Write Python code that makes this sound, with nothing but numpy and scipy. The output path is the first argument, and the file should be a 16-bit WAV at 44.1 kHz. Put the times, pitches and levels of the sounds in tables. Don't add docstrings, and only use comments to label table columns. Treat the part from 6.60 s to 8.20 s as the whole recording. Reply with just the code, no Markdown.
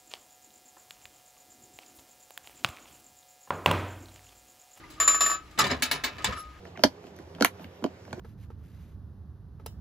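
import sys
import numpy as np
from scipy import signal
from scipy.fft import rfft, irfft, next_fast_len
from scipy.io import wavfile
from scipy.ndimage import uniform_filter1d

SR = 44100
rng = np.random.default_rng(int(sys.argv[2]) if len(sys.argv) > 2 else 0)


def dump_mix(stems):
    frames = np.atleast_2d(stems).T
    limited = np.clip(frames, -1, 1)
    pcm = np.round(limited * 32767).astype(np.int16)
    wavfile.write(sys.argv[1], SR, pcm)


N = 70560

# pitch_hz, level_db per Hz
AIR_COLOUR = [(18, -84), (30, -66), (75, -7.5), (149, -10.5), (184, -19.5), (336, -12.5), (384, -15),
              (600, -13.5), (1220, -28), (1460, -25), (1630, -25.5), (2610, -31.5), (2980, -31),
              (12000, -51.5), (16000, -65)]
# pitch_hz, level_db (rms, around which it wavers)
HUM_TONES = [(88, -56), (180, -59.5), (395, -60.5), (510, -64.5)]
# time_s, level_db
RUSTLE_LEVELS = [(0, -67.5), (.07, -55), (.13, -66), (.165, -66.5), (0.211, -52), (.4, -71), (.47, -57.5),
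                 (.54, -71), (.6, -58.5), (.66, -67.5), (.76, -61.5), (.93, -60.5), (1.031, -50),
                 (1.08, -64), (1.16, -60.5), (1.35, -68), (1.48, -62.5), (1.6, -58)]
# pitch_hz, level_db per Hz
RUSTLE_COLOUR = [(300, 13), (1000, 15), (3000, 1), (6000, 4), (8500, -17), (11000, -11), (14000, -8)]
# pitch_hz, likeness (0 to 1)
LIKENESS = [(60, 0.93), (350, 0.99), (690, 0.54), (1030, 0.043), (3000, 0.18), (6000, 1), (8500, 1),
            (15000, 1)]
# start_s, thump_db, thump_centre_hz, lid_db, lid_centre_hz,
# crack_db, crack_centre_hz, treble_db
SNAPS = [(0.2354, -22, 310, -8.5, 860, -10, 4504, -23.5),
         (0.2388, -11.5, 272.4, -16.5, 640, -17, 4930, -55), (0.2452, -7, 55, -22, 640, -53, 2170, -57),
         (.800, -37, 265, -35.5, 783, -45, 2700, -79), (0.807, -30, 288, -37, 783, -25, 3260, -54.5),
         (0.8077, -15, 260, -14, 479, -35, 2950, -51), (0.822, -18, 274, -14, 1400, -17, 4290, -32.5),
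         (0.8457, -35, 259, -12.5, 1300, -12.5, 2237, -18.5),
         (0.8495, -36.5, 256, -24.5, 666, -24.5, 2410, -40),
         (0.8555, -34, 256, -38.5, 926, -24.5, 2800, -31.5),
         (1.2221, -28.5, 253, -34.5, 506, -64, 1950, -74), (1.2394, -14.5, 310, -17.5, 663, -32, 3100, -49),
         (1.2605, -40.5, 320, -36.5, 684, -44, 2930, -63), (1.5276, -23.5, 140, -30, 780, -33, 2260, -56),
         (1.571, -33, 340, -42.5, 505, -71, 2000, -87.5), (1.593, -28, 183, -42.5, 634, -45.5, 1530, -64)]
TICKS = [(0.051, -42, 282, -37.5, 635, -39, 1870, -65.5), (0.1728, -35, 310, -39.5, 790, -32.5, 2090, -82),
         (0.1915, -34, 305, -34, 650, -40, 2840, -83), (.439, -37.5, 303, -41.5, 600, -45, 2040, -75),
         (0.467, -49, 265, -48.5, 595, -50.5, 3100, -67), (.563, -80, 270, -71, 606, -48, 6750, -53),
         (0.587, -35, 330, -46, 604, -45, 1900, -58), (0.748, -45.5, 270, -72, 620, -41.5, 3240, -89),
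         (.759, -39.5, 277, -48, 585, -52, 2220, -86), (0.783, -59, 276, -38, 790, -49.5, 1600, -81),
         (0.994, -37.5, 301, -44.5, 780, -51, 1510, -72), (1.042, -36, 230, -50, 600, -34, 2100, -77),
         (1.45, -46, 270, -71, 600, -44.5, 2140, -68), (1.477, -42, 200, -46.5, 704, -50.5, 1490, -81),
         (1.507, -36, 202, -56, 597, -48, 2830, -73)]
# pitch_hz, level_db, t60_s (time to fall 60 dB)
HOLLOW_MODES = [(44.7, -22, 0.1), (90, -11.5, .06), (140, -2.5, 0.051), (185.3, 1, 0.044),
                (249.1, 1, 0.077), (274.7, -1.5, 0.089), (330.1, 2.5, 0.03), (415, 4.5, 0.033)]
# pitch_hz, level_db, t60_s
LID_MODES = [(500.3, 3, 0.027), (585, 0, 0.017), (654.8, 5.5, 0.026), (747, 1, .014), (860, 1.5, 0.013),
             (947, 1.5, 0.015), (1036, 5, 0.0092), (1173, 2, 0.006), (1398, 3.5, 0.014)]
# pitch_hz, level_db
FLAP_MODES = [(1600, 7.5), (1850, 0.5), (2250, 3), (2700, 2), (3100, 10), (3700, 4), (4300, 9), (4750, 9.5),
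              (5500, 8), (6200, 11), (7300, 2)]
# pitch_hz, level_db
EDGE_MODES = [(9800, 3), (10800, 14.5), (12000, -1), (13200, -6), (14800, -12)]
PART_DELAYS = [0.00062, 0.00057, 0.0015, 0.0007]
CONTACT_DECAYS = [0.0033, 0.0014, 0.0013, 0.0013]
SHARE_SLOPES = [17, 9, 2.5, -2.5]
RATTLE = [1, 3, 2.5, 4]
# start_s, length_s, start_hz, end_hz, level_db
SQUEAKS = [(.151, .021, 2400, 1500, -50), (.157, .02, 3200, 1800, -51), (.147, .02, 1300, 1000, -50),
           (.067, .012, 2700, 3400, -54)]
# pitch_hz, level_db, phase_rad
RIGHT_PORT = [(0, -1, 0.5), (170, 2, -0.07), (640, 4.5, 0.69), (1020, 9, 0.66), (1400, 1, 0.88),
              (3100, -1.5, -1.5), (4900, 3.5, -2), (7510, 3.5, -1.5), (9100, -1.5, -3), (9600, -0.5, -4.5),
              (11400, 2, -5), (12000, -2, -5), (14900, 3, -9.5)]

AIR_DB, LOW_CUT_HZ = -51.5, 64
HUM_WAVER_DB, HUM_WAVER_SHARE = 4, .04
LATE_CYCLES, LATEST_S = .75, 0.00399
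CONTACT_RISE_S = 0.00018
TICK_SLOPE_DB_PER_OCT = 13.5
FLAP_CYCLES = 8
PEAK_DB, PEAK_OCT = 6.5, 0.074
HIT_LOW_CUT_HZ = 76
ROOM_T60_S, ROOM_DB, ROOM_LOW_CUT_HZ = 0.1, -8.5, 170
ROOM_SMOOTH_HZ = 30000
ROOM_WIDTH = 1
CEILING, CUTOFF_HZ = 1.5, 16500


def from_db(db):
    return 10 ** (np.asarray(db) / 20)


def rms_one(x):
    return x / np.sqrt(np.mean(x ** 2) + 1e-20)


def at_hz(points, hz):
    points = np.array(points)
    return np.interp(np.log(hz), np.log(np.maximum(points[:, 0], 1)), points[:, 1])


def high_pass(x, order, hz):
    return signal.sosfilt(signal.butter(order, hz, "high", fs=SR, output="sos"), x)


def drift(rate_hz):
    r = np.exp(-80 * np.pi * rate_hz / SR)
    noise = rng.standard_normal(N // 40 + 2002)
    slow = signal.lfilter([1], [1, -2 * r, r * r], noise)[2000:]
    return np.interp(np.arange(N) / 40, np.arange(len(slow)), rms_one(slow))


def banded_noise(spectrum, patchy_db):
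    out = 0
    edges_hz = 30 * 2 ** np.arange(0, 9.2, 1 / 3)
    white = rng.standard_normal((2, 2, N))
    for k, (low, high) in enumerate(zip(edges_hz, edges_hz[1:])):
        band = signal.butter(2, [low, high], "band", fs=SR, output="sos")
        mid, side = signal.sosfilt(band, white[k % 2])
        hz = np.sqrt(low * high)
        alike = np.clip(at_hz(LIKENESS, hz), 0, 1)
        level = from_db(at_hz(spectrum, hz) + patchy_db * drift(4.2))
        stereo = np.sqrt(1 + alike) * mid + np.sqrt(1 - alike) * side * [[1], [-1]]
        out = out + level * stereo
    return rms_one(out)


def room_air():
    return from_db(AIR_DB) * banded_noise(AIR_COLOUR, patchy_db=1.5)


def hum():
    out = np.zeros(N)
    for hz, db in HUM_TONES:
        level = from_db(db + HUM_WAVER_DB * drift(8.9)) * np.sqrt(2)
        turns = hz * np.cumsum(1 + HUM_WAVER_SHARE * drift(5.24)) / SR
        out += level * np.sin(2 * np.pi * turns)
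    return out


def rustle():
    s, db = np.transpose(RUSTLE_LEVELS)
    level = from_db(np.interp(np.arange(N) / SR, s, db))
    return level * banded_noise(RUSTLE_COLOUR, patchy_db=3.5)


def ring(x, hz, t60):
    r, w = from_db(-60 / (t60 * SR)), 2 * np.pi * hz / SR
    return signal.lfilter([0, np.sin(w)], [1, -2 * r * np.cos(w), r * r], x + 1e-18)


def box():
    out = np.zeros(N)
    rows = np.array(SNAPS + TICKS)
    is_tick = np.arange(len(rows)) >= len(SNAPS)
    t = np.arange(400) / SR
    flap, edge = [[(hz, db, FLAP_CYCLES / hz) for hz, db in part] for part in (FLAP_MODES, EDGE_MODES)]
    for part, modes in enumerate([HOLLOW_MODES, LID_MODES, flap, edge]):
        is_flap = part == 2
        level_db = rows[:, 1 + 2 * part]
        centre_hz = rows[:, min(2 + 2 * part, 6)]
        fade = np.exp(-t / CONTACT_DECAYS[part]) * (1 - np.exp(-t / CONTACT_RISE_S))
        starts = ((rows[:, 0] + max(PART_DELAYS[part], 0)) * SR).astype(int)
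        slope = np.where(is_tick & is_flap, TICK_SLOPE_DB_PER_OCT, SHARE_SLOPES[part])
        for hz, db, t60 in modes:
            drive = np.zeros(N + 1000)
            chance = rng.standard_normal((len(rows), len(t) + 1))
            octaves_off = np.abs(np.log2(hz / centre_hz))
            peak_db = is_flap * PEAK_DB * np.exp(-(octaves_off / PEAK_OCT) ** 2)
            gains = from_db(level_db + db - slope * octaves_off + peak_db)
            late = int((part < 2) * min(LATE_CYCLES / hz, LATEST_S) * SR)
            for i, gain, noise in zip(starts + late, gains, chance):
                phase = (part > 1) * 10 * noise[0]
                push = np.cos(2 * np.pi * hz * t + phase) + RATTLE[part] * noise[1:]
                drive[i:i + len(t)] += gain * 2 * fade * push / fade.sum()
            out += ring(drive[:N], hz, t60)
    return high_pass(out, 2, HIT_LOW_CUT_HZ)


def squeaks():
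    out = np.zeros(N)
    for s, length, hz0, hz1, db in SQUEAKS:
        n, i = int(length * SR), int(s * SR)
        turns = np.cumsum(np.linspace(hz0, hz1, n)) / SR
        out[i:i + n] += from_db(db) * np.hanning(n) * np.sin(2 * np.pi * turns)
    roughness = rms_one(uniform_filter1d(rng.standard_normal(N), size=40))
    return out * (1 + .25 * roughness)


def room(x):
    t = np.arange(int(.4 * SR)) / SR
    fade = from_db(-60 * t / ROOM_T60_S) * (1 - np.exp(-t / .002))
    mid, side = rng.standard_normal((2, len(t))) * fade
    smooth = np.exp(-2 * np.pi * ROOM_SMOOTH_HZ / SR)
    sides = [mid + ROOM_WIDTH * side, mid - ROOM_WIDTH * side]
    tail = signal.lfilter([1 - smooth], [1, -smooth], sides)
    tail = high_pass(tail, 1, ROOM_LOW_CUT_HZ)
    tail = tail / np.sqrt(np.sum(tail ** 2) / 2)
    return signal.fftconvolve(x[None], tail, axes=1)[:, :N]


def ports(stereo):
    size = next_fast_len(N + 2000)
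    hz, db, rad = np.transpose(RIGHT_PORT)
    f = np.arange(size // 2 + 1) * SR / size
    half = from_db(np.interp(f, hz, db) / 2) * np.exp(.5j * np.interp(f, hz, rad))
    return irfft(rfft(stereo, size) * np.array([1 / half, half]), size)[:, :N]


def scene():
    hits = box()
    steady = high_pass(rustle() + room_air(), 4, LOW_CUT_HZ)
    sources = hits + squeaks() + steady + hum()
    echo = from_db(ROOM_DB) * room(hits)
    return ports(sources + echo)


def record(dry):
    rounded = CEILING * np.tanh(dry / CEILING)
    return signal.sosfilt(signal.cheby2(14, 70, CUTOFF_HZ, fs=SR, output="sos"), rounded)


dry = scene()
out = record(dry)
dump_mix(out)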